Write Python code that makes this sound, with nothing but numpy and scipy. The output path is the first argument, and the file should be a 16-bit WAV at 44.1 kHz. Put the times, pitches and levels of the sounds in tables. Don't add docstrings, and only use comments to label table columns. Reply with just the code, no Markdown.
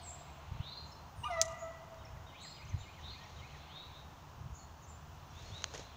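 import sys
import numpy as np
from scipy import signal
from scipy.fft import rfft, irfft
from scipy.io import wavfile
from scipy.ndimage import uniform_filter1d

SR = 44100
rng = np.random.default_rng(int(sys.argv[2]) if len(sys.argv) > 2 else 0)


def pcm_store(signal):
    levels = np.round(np.clip(np.atleast_2d(signal), -1, 1) * 32767)
    wavfile.write(sys.argv[1], SR, levels.astype(np.int16).T)


def gain_from_db(level_db):
    decades = np.asarray(level_db, float) / 20
    return 10 ** decades


N = 262836
LEAD = int(1.0 * SR)


def level(x, db):
    return x * gain_from_db(db) / np.sqrt(np.mean(x ** 2))


def colour(x, points):
    hz, db = np.transpose(points)
    f = np.arange(len(x) // 2 + 1) * SR / len(x) + 1
    gain = gain_from_db(np.interp(np.log(f), np.log(hz), db)) * (f < hz[-1])
    return irfft(rfft(x) * gain, len(x))


def ring(x, hz, width):
    return signal.lfilter(*signal.iirpeak(hz, hz / width, SR), x)


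def ring_twice(x, hz, width):
    return ring(ring(x, hz, width), hz, width)


def curve(rows):
    t = np.arange(N) / SR
    power = 0
    for s, rise, hold, fall, db in rows:
        fade_db = 20 * np.maximum(t - s - rise - hold, 0) / fall
        power = power + (np.clip((t - s) / rise, 0, 1) * gain_from_db(db - fade_db)) ** 2
    return np.sqrt(power)


def walk(rate, size=N):
    k = max(int(SR / rate), 1)
    steps = np.repeat(rng.standard_normal(size // k + 1), k)
    return 1.235 * uniform_filter1d(uniform_filter1d(steps, k), k)[:size]


def add(out, s, x):
    i = LEAD + int(s * SR)
    out[i:i + len(x)] += x[:len(out) - i]


# f/Hz, level/dB
THROAT = [(600, 2.5), (950, -1), (1220, 1), (1310, -7.5), (1450, -20.5), (1880, -22.5), (2500, -28),
          (2900, -20.5), (3300, -29), (3800, -23), (4500, -33), (5800, -29), (8000, -57)]


def hound_breath(notes):
    mouth_db, mouth_width_hz = 20.5, 220
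    jitter, rasp_db = 0.0075, -11
    u = [np.linspace(0, 1, int(n[0] * SR)) for n in notes]
    hz = np.concatenate([a + (b - a) * v for (_, a, b, _, _), v in zip(notes, u)])
    mouth_hz = uniform_filter1d(np.concatenate([n[3] + 0 * v for n, v in zip(notes, u)]), 350)
    arches = [gain_from_db(n[4]) * np.clip(np.sin(np.pi * v), 0, 1) ** .35 for n, v in zip(notes, u)]
    gain = uniform_filter1d(np.concatenate(arches), 150)
    hz = uniform_filter1d(hz, 60) * (1 + jitter * walk(180, size=len(hz)))
    phase = 2 * np.pi * np.cumsum(hz) / SR
    out = 0
    for k in range(1, 11):
        mouth = mouth_db / (1 + ((k * hz - mouth_hz) / mouth_width_hz) ** 2)
        db = np.interp(k * hz, *np.transpose(THROAT)) + mouth
        rasp = 1 + gain_from_db(rasp_db) * (k * hz / 2600) ** 2 * walk(700, size=len(hz))
        out = out + gain_from_db(db) * rasp * np.sin(k * phase)
    swell = np.clip(np.arange(len(hz)) / SR / 0.013, 0, 1)
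    return np.sqrt(2) * gain * swell * out


# length/s, start f/Hz, end f/Hz, mouth resonance f/Hz, level/dB
YELP = [
    (.018, 920, 968, 2910, -37.5),
    (.032, 1185, 1230, 2550, -40),
    (.020, 753.5, 738, 1490, -50.5),
    (.019, 731.4, 704.3, 1900, -38.5),
    (.043, 683.5, 664.3, 2020, -41),
    (.07, 659, 650, 1970, -41.5),
]
EARLIER_BAY = [
    (.25, 790, 652, 1960, -35),
]


def hound():
    out = np.zeros(LEAD + N)
    add(out, 1.231, hound_breath(YELP))
    add(out, -.9, hound_breath(EARLIER_BAY))
    return out


def whistle(length, hz0, hz1, settle, db, swell=.45, wobble=.006, flutter_db=2.5, knee=1, late=1.03):
    t = np.arange(int(length * SR)) / SR
    glide = hz1 + (hz0 - hz1) * np.exp(-(t / settle) ** knee)
    hz = glide * (1 + wobble * walk(300, size=len(t)))
    arch = np.clip(np.sin(np.pi * (t / length) ** late), 0, 1) ** swell
    shape = arch * gain_from_db(db + flutter_db * walk(89.3, size=len(t)))
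    return np.sqrt(2) * shape * np.sin(2 * np.pi * np.cumsum(hz) / SR)


# t/s, length/s, start f/Hz, end f/Hz, level/dB
RISERS = [
    (-.25, .33, 3000, 4350, -72),
    (.572, .275, 2300, 4170, -57.5),
    (2.335, .2, 2800, 4330, -59),
    (2.99, .18, 2950, 4330, -60),
    (3.655, .21, 2400, 3960, -61),
    (3.915, .08, 3400, 4250, -64),
    (5.74, .15, 3400, 4150, -69),
]
# offset f/Hz, level/dB
SIDE_TONES = [
    (420, -8.5),
    (-430, -10),
]


def rising_whistles(out):
    settle_s, knee = .072, 1.5
    for s, length, a, b, db in RISERS:
        add(out, s, whistle(length, a, b, settle_s, db, swell=.7, wobble=.009, flutter_db=3.5,
                            knee=knee, late=1.3))
        for off, side_db in SIDE_TONES:
            add(out, s, whistle(length, a + off, b + off, settle_s, db + side_db, swell=.8, wobble=.018,
                                flutter_db=4, knee=knee))


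# delay t/s, length/s, start f/Hz, end f/Hz, level/dB
PHRASE = [
    (-.062, .02, 3650, 3770, -1),
    (-.044, .038, 3700, 2730, -4),
    (-.006, .03, 2150, 2140, -2),
    (.014, .034, 2100, 2630, .5),
    (.065, .03, 2300, 3350, -5),
    (.102, .045, 3000, 1600, -2.5),
]
# t/s, level/dB
PHRASE_STARTS = [
    (.045, -68),
    (.27, -70),
    (2.045, -68),
    (2.325, -62),
    (2.598, -62),
    (2.862, -61.5),
    (3.135, -62),
    (3.422, -61.5),
]


def repeated_phrase(out):
    for s, db in PHRASE_STARTS:
        for lag, length, a, b, rel_db in PHRASE:
            add(out, s + lag, whistle(length, a, b, .42 * length, db + rel_db, swell=.7, wobble=.015,
                                      flutter_db=1.2))


# t/s, length/s, start f/Hz, end f/Hz, level/dB
SWOOPS = [
    (.011, .12, 9060, 7326, -54),
    (.06, .11, 8300, 7880, -64),
    (1.157, .1, 10670, 8050, -65.5),
    (2.408, .1, 8900, 7280, -63),
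    (2.771, .08, 6600, 7300, -69),
    (3.175, .068, 1660, 1886, -65.5),
    (4.861, .052, 6400, 7620, -65),
    (4.88, .053, 6700, 7240, -68),
    (5.43, .065, 4130, 4300, -64.5),
]
# t/s, length/s, start f/Hz, end f/Hz, level/dB
SLIDES = [
    (2.65, .007, 6900, 5700, -59),
    (2.684, .022, 7080, 5900, -62),
    (4.821, .034, 7200, 5900, -65),
    (5.35, .076, 3320, 4080, -64),
    (5.513, .085, 3270, 4130, -58.5),
]
# t/s, length/s, f/Hz, level/dB
CHIPS = [
    (.916, .02, 5600, -62.5),
    (2.05, .012, 5660, -60.5),
    (3.236, .012, 5750, -62),
    (4.585, .04, 4600, -70),
    (5.305, .012, 5800, -65),
]
# t/s, length/s, f/Hz, level/dB
HELD = [
    (-.07, .096, 4950, -64),
    (2.445, .13, 4920, -60),
    (2.47, .064, 5400, -74),
    (5.62, .099, 4130, -70),
]


def thin_calls(out):
    for s, length, a, b, db in SWOOPS:
        add(out, s, whistle(length, a, b, .2 * length, db))
    for s, length, a, b, db in SLIDES:
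        add(out, s, whistle(length, a, a + (b - a) / (1 - np.exp(-1)), length, db))
    for s, length, hz, db in CHIPS:
        add(out, s, whistle(length, hz, hz * (1 - .06), .008, db, wobble=.014))
    for s, length, hz, db in HELD:
        add(out, s, whistle(length, hz, hz, length, db, wobble=.003))


# t/s, length/s, f/Hz, level/dB
BUZZES = [
    (.05, .1, 6700, -73),
    (.84, .08, 6900, -76),
    (1.574, .085, 6900, -71),
    (2.395, .075, 6800, -71),
    (2.775, .06, 6700, -73),
    (4.53, .11, 6780, -68),
]


def buzzy_calls(out):
    spacing_hz, side_db, sag = 430, -3, .025
    for s, length, hz, db in BUZZES:
        for k in (-1, 0, 1):
            a = hz + k * spacing_hz
            add(out, s, whistle(length, a, a * (1 - sag), length, db + abs(k) * side_db, wobble=.012,
                                flutter_db=4))


# t/s, flick length/s, low f/Hz, high f/Hz, level/dB
TWITTER = (1.224, .016, 8400, 10100, -62)


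def twitter(out):
    s, flick, low, high, db = TWITTER
    for k in range(5):
        start, end = (low, high) if k % 2 == 0 else (high, low)
        add(out, s + k * flick, whistle(flick, start, end, flick / 2, db - k * 1.5))


def birds():
    out = np.zeros(LEAD + N)
    for sing in (rising_whistles, thin_calls, buzzy_calls, twitter, repeated_phrase):
        sing(out)
    return out


# band centre f/Hz, t60/s, level/dB
WOOD = [(463, 2.3, 5.5), (1070, 1.63, 4), (1930, 1.48, 1.5), (4000, 0.79, 2.5), (8240, 0.69, 2)]


def wood(direct, x):
    t = np.arange(int(2.2 * SR)) / SR
    trunks = rng.standard_normal(len(t)) * gain_from_db(2.5 * walk(400, size=len(t))) * np.clip(t / .006, 0, 1)
    slope = 1 + 0.71 * np.exp(-((t - .27) / .05) ** 2)
    echo = 0
    for hz, t60, db in WOOD:
        edges = [hz / np.sqrt(2), hz * np.sqrt(2)]
        band = signal.sosfilt(signal.butter(2, edges, "band", fs=SR, output="sos"), trunks)
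        band = band * (10 ** (-3 * t / t60) * slope + 0.77 * np.exp(-t / 0.034))
        echo = echo + gain_from_db(db) * band / np.sqrt(np.sum(band ** 2) * SR / hz / np.sqrt(2))
    return (direct + signal.fftconvolve(x, echo)[:len(x)])[LEAD:]


# f/Hz, level/dB
MIC_TOP = [(100, 9.5), (7300, 2.5), (8600, -6), (11000, -2), (16000, -13)]


def mic_treble(x):
    return colour(x, MIC_TOP)


def snap(s, db, modes):
    click = np.zeros(N)
    click[int(s * SR)] = 1
    x = sum((-1) ** k * gain_from_db(g) / w * ring_twice(click, f, w) for k, (f, w, g) in enumerate(modes))
    return x * gain_from_db(db) / np.abs(x).max()


# t/s, level/dB
TWIG = (1.4150, -6.5)
# f/Hz, width f/Hz, level/dB
TWIG_MODES = [(6300, 1380, 2.5), (4300, 1800, -5.5), (2400, 530, -24), (10500, 2500, -51),
              (15400, 970, -21), (300, 300, -36)]
# level/dB, t60/s
SPLINTERS = [
    (-23, .033),
    (-52, .45),
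]


def twig():
    noise = rng.standard_normal(N) * gain_from_db(3.9 * walk(700))
    rough = level(sum(gain_from_db(g) * ring_twice(noise, f, 2.1 * w) for f, w, g in TWIG_MODES[:4]), 0)
    age = np.maximum(np.arange(N) / SR - TWIG[0], 0)
    rise = np.clip(age / .002, 0, 1) ** 2
    tail = rise * sum(gain_from_db(db - 60 * age / t60) for db, t60 in SPLINTERS)
    return snap(*TWIG, TWIG_MODES) + mic_treble(tail * rough)


# t/s, level/dB
STRAP = (5.642, -15.5)
CRUNCH_CLICK = (5.7395, -37)
# f/Hz, width f/Hz, level/dB
STRAP_MODES = [(1540, 1270, 0.5), (3140, 790, -1.5), (4380, 900, -1), (6400, 860, 1.5), (9500, 2900, -37),
               (600, 600, -14)]


def strap():
    return snap(*STRAP, STRAP_MODES) + snap(*CRUNCH_CLICK, STRAP_MODES)


# t/s, rise/s, hold/s, fall/s per 20 dB, level/dB
RUSTLES = [
    (2.95, .05, .6, .05, -66),
    (5.28, .15, .25, .4, -58.5),
    (5.737, .001, .022, .03, -46.5),
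    (5.772, .01, .02, .1, -52),
]
# t/s, level/dB
TICKS = [(1.3324, -41), (1.725, -50), (1.7659, -42), (1.8138, -52), (1.9435, -34), (2.9916, -46),
         (3.02, -42), (3.062, -45), (3.103, -46), (3.1794, -43), (3.2924, -53), (3.5244, -51),
         (5.6211, -25), (5.7389, -44), (5.7773, -21.5), (5.7894, -35), (5.8092, -49), (5.8092, -41),
         (5.8511, -45), (5.8731, -51)]
# f/Hz, level/dB
LEAVES = [(200, -6), (500, 3.5), (1500, -4.5), (3500, -7.5), (5000, -7.5), (6600, -2.5), (8000, -21.5),
          (12000, -33.5), (16000, -53)]


def leaves():
    grains = rng.standard_normal(N) * gain_from_db(2.5 * rng.exponential(size=N) + 1.5 * walk(150))
    rustle = curve(RUSTLES) * level(colour(grains, LEAVES), 0)
    t = np.arange(400) / SR
    ticks = np.zeros(LEAD + N)
    for s, db in TICKS:
        add(ticks, s, gain_from_db(db - 11.5) * rng.standard_normal(len(t)) * np.exp(-t / 0.0026))
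    return rustle + colour(ticks[LEAD:], LEAVES)


# peak t/s, level/dB, half width/s
GUSTS = [(.56, -45, .06), (.84, -51, .02), (1.04, -50, .02), (1.19, -48, .035), (1.42, -52, .12),
         (2.2, -55, .15), (2.66, -50, .04), (2.75, -39, .035), (3.12, -54, .08), (3.43, -52, .07),
         (4.48, -47, .08), (5.18, -54, .1), (5.47, -51, .1), (5.81, -51, .05)]
# trough t/s, level/dB, width/s
PUFFS = [
    (.521, -32.5, .0040),
    (.545, -47, .005),
    (0.606, -28.5, 0.0036),
    (2.705, -39.5, .005),
    (2.747, -28, 0.0038),
    (2.816, -39, 0.0046),
    (4.461, -40.5, 0.0038),
    (4.529, -40, 0.0047),
    (5.796, -39.5, 0.001),
]


def wind():
    t = np.arange(N) / SR
    rumble_band = signal.butter(3, [48, 135], "band", fs=SR, output="sos")
    low = signal.sosfilt(rumble_band, rng.standard_normal(N))
    breeze_db = -61
    gust = gain_from_db(breeze_db) + sum(gain_from_db(db) * np.exp(-((t - s) / width) ** 2) for s, db, width in GUSTS)
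    out = gust * level(low * gain_from_db(2.1 * walk(14)), -3)
    for s, db, width in PUFFS:
        u = (t - s) / width
        out = out - gain_from_db(db) * np.cos(2.26 * u) * np.exp(-u ** 2 / 2.15)
    return out


# t/s, rise/s, hold/s, fall/s per 20 dB, level/dB
CHORUS = [
    (-.2, .1, .85, .3, -66),
    (1.4, .2, .1, .3, -74),
    (2.1, .4, 1.4, .5, -66),
    (5.0, .5, .4, 1.2, -66),
]


def far_chorus():
    chorus = sum(ring_twice(rng.standard_normal(N), hz, 600) * gain_from_db(1.9 * walk(9))
                 for hz in (2300, 2685, 3430, 4100))
    return curve(CHORUS) * level(chorus, 0)


# f/Hz, level/dB per Hz
ROAD = [(12, -46), (20, -4), (43, -12.5), (64, -11), (83, 3.5), (102, -11), (145, 2), (173, -20),
        (203, -15), (400, -19.5), (520, -44), (880, -120)]
# f/Hz, width f/Hz, level/dB
DRONE = [
    (75.2, 9.8, -59),
    (142.6, 9.4, -66.5),
]
# nearest t/s, level/dB
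CARS = [
    (.6, 7),
    (2.1, 4),
    (3.6, 3),
    (6.0, 2),
]


def far_road():
    rumble = level(colour(rng.standard_normal(N), ROAD), -53.5 - 8.0)
    drone = sum(level(ring(rng.standard_normal(N), f, w), db) * gain_from_db(.8 * walk(1.436)) for f, w, db in DRONE)
    t = np.arange(N) / SR
    pass_s = .3
    passing = np.sqrt(sum(gain_from_db(db) ** 2 / (1 + ((t - s) / pass_s) ** 2) for s, db in CARS))
    tyres = passing * level(ring_twice(rng.standard_normal(N), 820, 900), -67)
    return rumble + drone + tyres


# f/Hz, level/dB per Hz
AIR = [(88, -39), (150, -3), (197, -10), (314, -14), (541, -13.5), (670, -8), (988, -5.5), (2230, -23),
       (2820, -19.5), (4500, -26), (6510, -23.5), (8880, -41.5), (13400, -39), (14700, -30.5), (15600, -27)]


def air():
    return level(colour(rng.standard_normal(N), AIR), -58) * gain_from_db(0.35 * walk(3.0))


def scene():
    dog, song = hound(), mic_treble(birds())
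    far = wood(dog + gain_from_db(-2) * song, dog + song)
    near = twig() + strap() + leaves() + wind()
    return (far + near + far_chorus() + far_road() + air())[None]


def low_pass(x):
    return signal.sosfilt(signal.butter(12, 17010, fs=SR, output="sos"), x)


def record(dry):
    return low_pass(dry)


dry = scene()
out = record(dry)
pcm_store(out)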